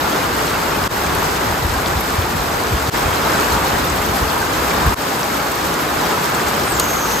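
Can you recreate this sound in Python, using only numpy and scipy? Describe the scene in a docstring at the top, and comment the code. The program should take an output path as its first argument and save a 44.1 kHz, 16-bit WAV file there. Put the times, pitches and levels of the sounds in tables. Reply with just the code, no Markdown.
"""Downpour on a road junction

Heavy rain on a wet road, heard from under the eaves on a phone, from four standpoints in turn.
Filtered noise makes the far wash and the drumming roof; random impacts make the near ticks and spray.
Decaying sines ring in the puddles; low noise and one-cycle thumps are wind on the microphone.
Near the end a shrill buzz, probably a cicada, slides down and holds: tones of wandering phase."""
import sys
import numpy as np
from scipy import signal
from scipy.fft import rfft, irfft
from scipy.io import wavfile

SR = 44100
rng = np.random.default_rng(int(sys.argv[2]) if len(sys.argv) > 2 else 0)


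def transcribe(u):
    """Save the signal u as a 16-bit wav file named by the first command-line argument.

    u: samples, shape (n,) or (channels, n), limited to [-1, 1]; the rate is SR.
    q: integer samples, one column per channel.
    """
    v = np.clip(np.atleast_2d(u).T, -1, 1)
    q = np.round(v * 32767).astype(np.int16)
    wavfile.write(sys.argv[1], SR, q)


N = 317520
TIME = np.arange(N) / SR
FREQ = np.maximum(np.arange(N // 2 + 1) * SR / N, 1)

# Levels in the tables are nominal: function trims, port balance and dips come on top.
# standpoints: [from t/s, far wash level/dB, near spatter level/dB, breeze level/dB, puddle level/dB]
STANDPOINTS = [(0, -18.5, -27.5, -31, -19), (.878, -19.55, -27, -29.5, -20.5),
               (2.899, -18, -25.5, -29.5, -17.5), (4.945, -19, -26, -35.5, -19.5)]
# at each change of standpoint the sound drops out and swells back
DIP_DB, DIP_RECOVERY_S, DIP_BEND = -20, 0.049, 1.55
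# strength of the downpour: [t/s, level/dB]
SURGE = [(0, 0.4), (0.8, 0.2), (1.15, 0.8), (2.4, -0.5), (2.9, -0.1), (3.45, 0.5), (3.95, -0.5),
         (4.5, -0.8), (4.78, 0.5), (5.05, -1.15), (6.4, 0.93), (7.2, 0)]
SPATTER_FOLLOW = 0.24  # dB of near spatter per dB of surge
# rain colour without the roof: [f/Hz, relative density level/dB]
RAIN_COLOUR = [(25, -32), (55, -15), (170, -6), (330, -2), (600, -4), (850, -2.5), (1250, -3), (1580, -5),
               (1800, -10), (2900, -14), (4900, -15.5), (6800, -19), (11500, -19), (13000, -19.5),
               (15000, -22)]
# roof resonances: [f/Hz, width/Hz, lift/dB]
ROOF_MODES = [(163, 37, 3.5), (292, 8.8, 2.5), (427, 8.5, 4)]
# share of rain power from single near drops: [f/Hz, share/0-1]
NEAR_SHARE = [(600, 0.04), (1800, 0.01), (3500, 0.51), (8000, 0.72), (13000, 0.73)]
# wind rumble colour: [f/Hz, relative density level/dB]
RUMBLE_COLOUR = [(20, -36), (35, -14), (52, -4), (75, -3), (110, -9), (180, -12), (400, -36), (1500, -80)]
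# gusts on the microphone: [middle t/s, length/s between 1/e power points, peak level/dB]
GUSTS = [(1.14, 0.11, -25), (1.276, 0.035, -27), (1.5, 0.062, -23), (1.67, .17, -28), (1.955, 0.067, -23),
         (2.198, .03, -24), (2.737, .08, -24), (3.07, 0.1, -24), (3.54, 0.045, -26), (3.732, .06, -24.5),
         (4.095, .05, -22), (4.225, 0.057, -22), (4.874, .05, -20), (6.76, .07, -29), (6.8, 0.53, -32)]
# single eddies thumping the microphone: [t/s, peak level/dB, f/Hz]
THUMPS = [(1.487, -18, 90), (1.508, -19, 62), (1.63, -12, 120), (1.657, -13, 65), (1.70, -15, 60),
          (1.735, -16, 72), (1.782, -18.5, 68), (1.961, -13.5, 66), (2.191, -10, 84), (2.355, -18, 155),
          (2.702, -17, 150), (2.725, -13, 110), (2.748, -15, 70), (2.888, -12.5, 115), (3.058, -18.5, 65),
          (3.092, -18, 85), (3.54, -17, 65), (3.725, -18, 60), (4.094, -16, 80), (4.228, -14.5, 70),
          (4.864, -8.5, 130), (4.879, -10, 75)]
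# big drops close by: [t/s, level/dB, centre f/Hz, width/octaves, decay/s]
BIG_DROPS = [(.010, -16, 4000, .3, .0015), (.1275, -16, 4000, .3, .0014), (.1615, -15, 4500, .35, .0014),
             (.839, -14.5, 4200, .3, .0016), (1.0645, -13, 6500, .5, .0009),
             (1.1514, -8.5, 10000, .4, .0009), (1.2305, -16, 12500, .3, .0015),
             (1.244, -16.5, 6700, .25, .0015), (1.8601, -12, 3900, .25, .0022),
             (2.0087, -7.5, 12000, .3, .0009), (2.0886, -15, 8000, .5, .0009),
             (2.222, -17.5, 3400, .25, .0015), (2.6693, -16.5, 5300, .25, .0014),
             (2.8735, -16.5, 4400, .3, .0014), (2.976, -14, 12500, .3, .001), (3.148, -16, 7000, .3, .0014),
             (3.3195, -15, 6000, .8, .0012), (3.3987, -13, 7000, .55, .001), (3.848, -12, 11500, .3, .0008),
             (3.9005, -13.5, 7100, .25, .0018), (4.0629, -12, 11000, .4, .001),
             (4.1686, -11.5, 11000, .35, .0008), (4.7055, -16.5, 5300, .25, .0014),
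             (4.865, -11.5, 11500, .3, .0008), (4.893, -17, 4900, .35, .0013),
             (5.151, -17.5, 3900, .3, .0014), (5.2311, -13, 4900, .25, .0013),
             (5.345, -17.5, 7000, .4, .0014), (5.5181, -9, 9500, .35, .0005),
             (5.7415, -13.5, 8400, .3, .0013), (6.054, -18, 4900, .2, .002),
             (6.1105, -16.5, 3700, .2, .0015), (6.349, -17.5, 7200, .25, .002),
             (6.5406, -17.5, 4000, .3, .0014), (6.636, -16.5, 5300, .3, .0014),
             (6.7976, -1.5, 8400, .7, .002), (6.8011, -7, 3700, .4, .0012)]
# heavy drips into the nearest puddle: [t/s, level/dB, f/Hz]
SPLATS = [(.559, -18, 2400), (.854, -13, 1100), (2.429, -16, 1100), (3.104, -13, 950), (4.923, -13, 1200),
          (5.239, -16, 1000), (5.783, -14, 950), (6.344, -18, 2100), (6.802, -12, 1100)]
# cicada pitch before flutter, high note, slide, held note: [t/s, f/Hz]
CICADA_PITCH = [(6.65, 8700), (6.695, 8800), (6.725, 8050), (6.76, 7150), (6.83, 6550), (6.96, 6500),
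                (7.06, 6350), (7.12, 6100), (7.17, 6450), (7.2, 6350)]
# fixed resonances the call rings as it reaches them: [f/Hz, relative level/dB]
CICADA_MODES = [(5530, -4), (5860, -2.5), (6220, -6), (6490, -4), (6750, -6)]
CICADA_DB, CICADA_START_S, CICADA_ATTACK_S, CICADA_OCTAVE_RISE_S = -32.5, 6.63, 0.032, 0.18
FLUTTER_RATE_HZ, FLUTTER_PITCH_SHARE, FLUTTER_DB = 35, 0.008, 1.6
# microphone ports: [f/Hz, likeness/0-1, left-minus-right level/dB]
PORTS = [(100, 0.95, 1.1), (266, 0.88, 1.5), (553, 0.44, 1.7), (940, 0.23, 0.5), (1630, 0, -2.5),
         (1725, 0.74, 4.5), (3000, 0.33, 0), (4930, 0.29, 2.5), (5650, 0, 0), (6800, 0.86, 2),
         (10550, 1, -1.5), (15200, 0.56, 1)]
# above this pitch the left port trails the right
LAG_FROM_HZ, PORT_LAG_S = 7150, 0.000178
TOP_HZ = 15500


def undb(db):
    """Decibels to gain."""
    return 10 ** (np.asarray(db) / 20)


def unit(x):
    """Scale to rms 1."""
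    return x / np.sqrt(np.mean(x ** 2))


def curves(rows):
    """Interpolate each column of (t/s, ..) rows at every sample."""
    s, *columns = np.transpose(rows)
    return [np.interp(TIME, s, c) for c in columns]


def over_pitch(rows, axis=1):
    """Interpolate one column of (f/Hz, ..) rows over log frequency."""
    rows = np.array(rows)
    return np.interp(np.log(FREQ), np.log(rows[:, 0]), rows[:, axis])


def colour(x, gain):
    """Filter by a gain per frequency."""
    return irfft(rfft(x) * gain, N)


def band_rms(gain, lo_hz, hi_hz):
    """In-band rms of white noise filtered by gain."""
    return np.sqrt(np.mean(gain ** 2 * (FREQ > lo_hz) * (FREQ < hi_hz)))


def walk(rate_hz):
    """Random wander of rms 1, up to about rate_hz changes a second."""
    knots = rng.standard_normal(int(2 * rate_hz * N / SR) + 2)
    return unit(np.interp(2 * rate_hz * TIME, np.arange(len(knots)), knots))


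def fade(power, decay_s):
    """Exponential decay of each impact's power; decay_s is the amplitude time constant."""
    return signal.lfilter([1], [1, -np.exp(-2 / (decay_s * SR))], power + 1e-18)


def ports(ahead, around=None):
    """Left and right from a direct sound and, for a diffuse one, an unrelated twin from the sides."""
    likeness = 1 if around is None else np.clip(over_pitch(PORTS), 0, 1)
    mid = rfft(ahead) * np.sqrt((1 + likeness) / 2)
    side = 0 if around is None else rfft(around) * np.sqrt((1 - likeness) / 2)
    sign = np.array([[1], [-1]])
    lag = np.exp(-1j * np.pi * sign * PORT_LAG_S * np.maximum(FREQ - LAG_FROM_HZ, 0))
    balance = undb(sign * over_pitch(PORTS, axis=2) / 2)
    return irfft((mid + sign * side) * lag * balance, N)


def standpoint():
    """Levels of wash, spatter, breeze and puddles (dB) at the standpoint of each moment."""
    rows = np.array(STANDPOINTS)
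    return rows[np.searchsorted(rows[1:, 0], TIME), 1:].T


def downpour():
    """Levels of far wash, near spatter and puddles (dB), following the strength of the rain."""
    wash_db, spatter_db, _, puddle_db = standpoint()
    surge_db, = curves(SURGE)
    return wash_db + surge_db, spatter_db + SPATTER_FOLLOW * surge_db, puddle_db + surge_db


def impacts(count, spread_db, largest_db):
    """Drops at random moments: many small, a few large."""
    when, size = rng.random((count, 2)).T
    db = np.minimum(-spread_db * np.log(1 - size), largest_db)
    return np.bincount((when * N).astype(int), undb(db), N)


def spatter(tick_s=0.00011, spray_s=0.013, spray_db=-21, shared=0.29):
    """Each near drop is a sharp tick, then a short hiss of spray; most favour one octave, some fill all."""
    wide = unit(impacts(count=14000, spread_db=1.5, largest_db=16.5))
    shared = np.clip(shared, 0, 1)
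    pitch = np.clip(np.log2(FREQ / 800), 0, 4)
    spectrum = 0
    for octave in range(5):
        # the higher the octave, the more a few close drops stand out
        narrow = unit(impacts(count=7000, spread_db=2.5 + 0.14 * octave, largest_db=13 + 1.1 * octave))
        hits = shared * wide ** 2 + (1 - shared) * narrow ** 2
        power = fade(hits, tick_s) + undb(2 * spray_db) * fade(hits, spray_s)
        noise = np.sqrt(power) * rng.standard_normal(N)
        band = np.sqrt(np.maximum(1 - np.abs(pitch - octave), 0))
        spectrum = spectrum + rfft(noise) * band
    return unit(irfft(spectrum, N))


def rain(wash_db=-0.46, spatter_db=-1.5, sway_db=0.49, flutter_db=1.32):
    """Far wash fills the middle and rings the roof; near spatter takes over towards the treble."""
    far_db, near_db, _ = downpour()
    roof_db = sum(db / (1 + (2 * (FREQ - hz) / width_hz) ** 2) for hz, width_hz, db in ROOF_MODES)
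    shape = undb(over_pitch(RAIN_COLOUR) + roof_db)
    share = np.clip(over_pitch(NEAR_SHARE), 0, 1)
    far_gain = undb(far_db) / band_rms(shape, 250, 2500)
    near_gain = undb(near_db) / band_rms(shape, 3000, 15000)
    wash = colour(rng.standard_normal((2, N)), shape * np.sqrt(1 - share))
    wash = wash * far_gain * undb(wash_db + sway_db * walk(6.9))
    near = colour([spatter(), spatter()], shape * np.sqrt(share))
    near = near * near_gain * undb(spatter_db + flutter_db * walk(23))
    return ports(*(wash + near))


def bubbles(count, low_hz, high_hz, cycles, rise, spread_db):
    """Trapped air rings briefly, rising in pitch as it nears the surface; each bubble has its own place."""
    out, t = np.zeros((2, N + SR // 24)), TIME[:SR // 24]
    for when, pitch, size, place in rng.random((count, 4)):
        hz = low_hz * (high_hz / low_hz) ** pitch
        age = t * hz / cycles
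        ring = np.sin(2 * np.pi * hz * t * (1 + rise * age / 4)) * np.exp(-age)
        pan = np.cos(np.pi * place + np.array([[0], [np.pi / 3]]))
        start = int(when * N)
        out[:, start:start + len(t)] += pan * ring * undb(spread_db * size ** 2)
    return unit(out[:, :N])


def puddles(plop_db=-10.5, plink_db=-18.0, tinkle_db=-21.0):
    """Run-off plops into the puddles in spurts, while raindrops leave smaller, higher bubbles."""
    *_, puddle_db = downpour()
    plops = bubbles(count=1100, low_hz=762, high_hz=1636, cycles=10.3, rise=0.038, spread_db=7.5)
    plops = plops * undb(1.4 * walk(7))
    plinks = bubbles(count=900, low_hz=1699, high_hz=3797, cycles=17.5, rise=0.03, spread_db=11.0)
    tinkles = bubbles(count=900, low_hz=3620, high_hz=8430, cycles=37, rise=0.021, spread_db=11)
    mix = plops * undb(plop_db) + plinks * undb(plink_db) + tinkles * undb(tinkle_db)
    return mix * undb(puddle_db)


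def airflow(buffet_db=1.5, buffet_rate_hz=7):
    """Wind strength: an unsteady breeze, with gusts that swell and die away on top."""
    breeze_db = standpoint()[2]
    power = undb(breeze_db + buffet_db * walk(buffet_rate_hz)) ** 2
    for s, length_s, db in GUSTS:
        power = power + undb(db) ** 2 * np.exp(-(2 * (TIME - s) / length_s) ** 2)
    return np.sqrt(power)


def wind(thump_db=-1, thump_cycles=0.68):
    """Gusts rumble on the ports; single eddies push the air for about one cycle."""
    rumble = unit(colour(rng.standard_normal((2, N)), undb(over_pitch(RUMBLE_COLOUR)))) * airflow()
    thumps = np.zeros(N)
    for s, db, hz in THUMPS:
        near = np.abs(TIME - s) < 2 / hz
        turns = (TIME[near] - s) * hz
        push = np.cos(2 * np.pi * turns) * np.exp(-(turns / thump_cycles) ** 2)
        thumps[near] += undb(db + thump_db) * push
    return ports(*rumble) + ports(thumps)


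def big_drops(attack_s=0.00006, spray_db=-22, spray_s=0.0075):
    """A fat drop slaps the ground: a crack gone in a millisecond or two, then a patter of droplets."""
    out, t = np.zeros(N), TIME[:2048]
    hz = np.maximum(np.arange(len(t) // 2 + 1) * SR / len(t), 1)
    for s, db, centre_hz, octaves, decay_s in BIG_DROPS:
        band = np.exp(-.5 * (np.log2(hz / centre_hz) / octaves) ** 2)
        crack, droplets = rng.standard_normal((2, len(t)))
        crack = unit(irfft(rfft(crack) * band))
        droplets = unit(irfft(rfft(droplets ** 5) * band))  # fifth power: sparse spikes
        fall = np.exp(-t / decay_s)
        # energy of a decaying sine of peak 1
        crack = unit(np.tanh(crack) * fall) * np.sqrt(np.mean(fall ** 2) / 2)
        splash = crack + undb(spray_db) * droplets * np.exp(-t / spray_s)
        start = int(s * SR)
        out[start:start + len(t)] += splash * (1 - np.exp(-t / attack_s)) * undb(db)
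    return ports(out)


def splats(splat_db=-1, cycles=4, rise=0.042, smack_db=-4, smack_s=0.002):
    """A heavy drip smacks the water, and the hollow it leaves rings for a few cycles."""
    out, t = np.zeros(N), TIME[:2048]
    for s, db, hz in SPLATS:
        age = t * hz / cycles
        ring = np.sin(2 * np.pi * hz * t * (1 + rise * age)) * np.exp(-age)
        band = signal.butter(2, [hz / 2, 2 * hz], "band", fs=SR)
        smack = unit(signal.lfilter(*band, rng.standard_normal(len(t))))
        smack = undb(smack_db) * np.tanh(smack) * np.exp(-t / smack_s)
        start = int(s * SR)
        out[start:start + len(t)] += (ring + smack) * undb(db + splat_db)
    return ports(out)


def cicada_call():
    """Pitch (Hz) and gain of the call; both flutter."""
    hz, = curves(CICADA_PITCH)
    attack = np.clip((TIME - CICADA_START_S) / CICADA_ATTACK_S, 0, 1)
    fluttered_hz = hz * (1 + FLUTTER_PITCH_SHARE * walk(FLUTTER_RATE_HZ))
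    return fluttered_hz, undb(CICADA_DB + FLUTTER_DB * walk(FLUTTER_RATE_HZ)) * attack


def blurred(angle, width_hz):
    """A tone whose size and phase wander, which widens its line."""
    return unit(walk(width_hz) * np.cos(angle) + walk(width_hz) * np.sin(angle))


def cicada(line_hz=28, reach_hz=520, core_hz=160, core_db=-3, rasp_hz=750, rasp_db=-2,
           octave_hz=1400, octave_db=-1):
    """A rasping note slides through fixed resonances, ringing each; a hoarse octave builds up above it."""
    hz, gain = cicada_call()
    phase = 2 * np.pi * np.cumsum(hz) / SR
    buzz = np.zeros(N)
    for mode_hz, db in CICADA_MODES:
        closeness = 1 / (1 + ((hz - mode_hz) / reach_hz) ** 2)
        buzz += undb(db) * blurred(2 * np.pi * mode_hz * TIME, line_hz) * closeness
    rasp = undb(core_db) * blurred(phase, core_hz) + undb(rasp_db) * blurred(phase, rasp_hz)
    build = np.clip((TIME - CICADA_START_S) / CICADA_OCTAVE_RISE_S, 0, 1)
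    octave = undb(octave_db) * build * blurred(2 * phase, octave_hz)
    return ports((buzz + rasp + octave) * gain)


def dips():
    """Gain that falls at once at each new standpoint and climbs back within DIP_RECOVERY_S."""
    gain = np.ones(N)
    for s, *_ in STANDPOINTS[1:]:
        back = np.clip((TIME - s) / DIP_RECOVERY_S, 0, 1)
        gain *= np.where(TIME < s, 1, undb(DIP_DB * (1 - back) ** DIP_BEND))
    return gain


def scene():
    """Sum of all sources at the two ports, with the dips."""
    return (rain() + puddles() + wind() + big_drops() + splats() + cicada()) * dips()


def record(dry):
    """The phone thins the deepest rumble, clips at full scale and cuts the top."""
    thinned = signal.sosfilt(signal.butter(2, 28, "high", fs=SR, output="sos"), dry)
    clipped = np.clip(thinned, -1, 1)
    return signal.sosfilt(signal.ellip(10, .1, 80, TOP_HZ, fs=SR, output="sos"), clipped)


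dry = scene()
out = record(dry)
transcribe(out)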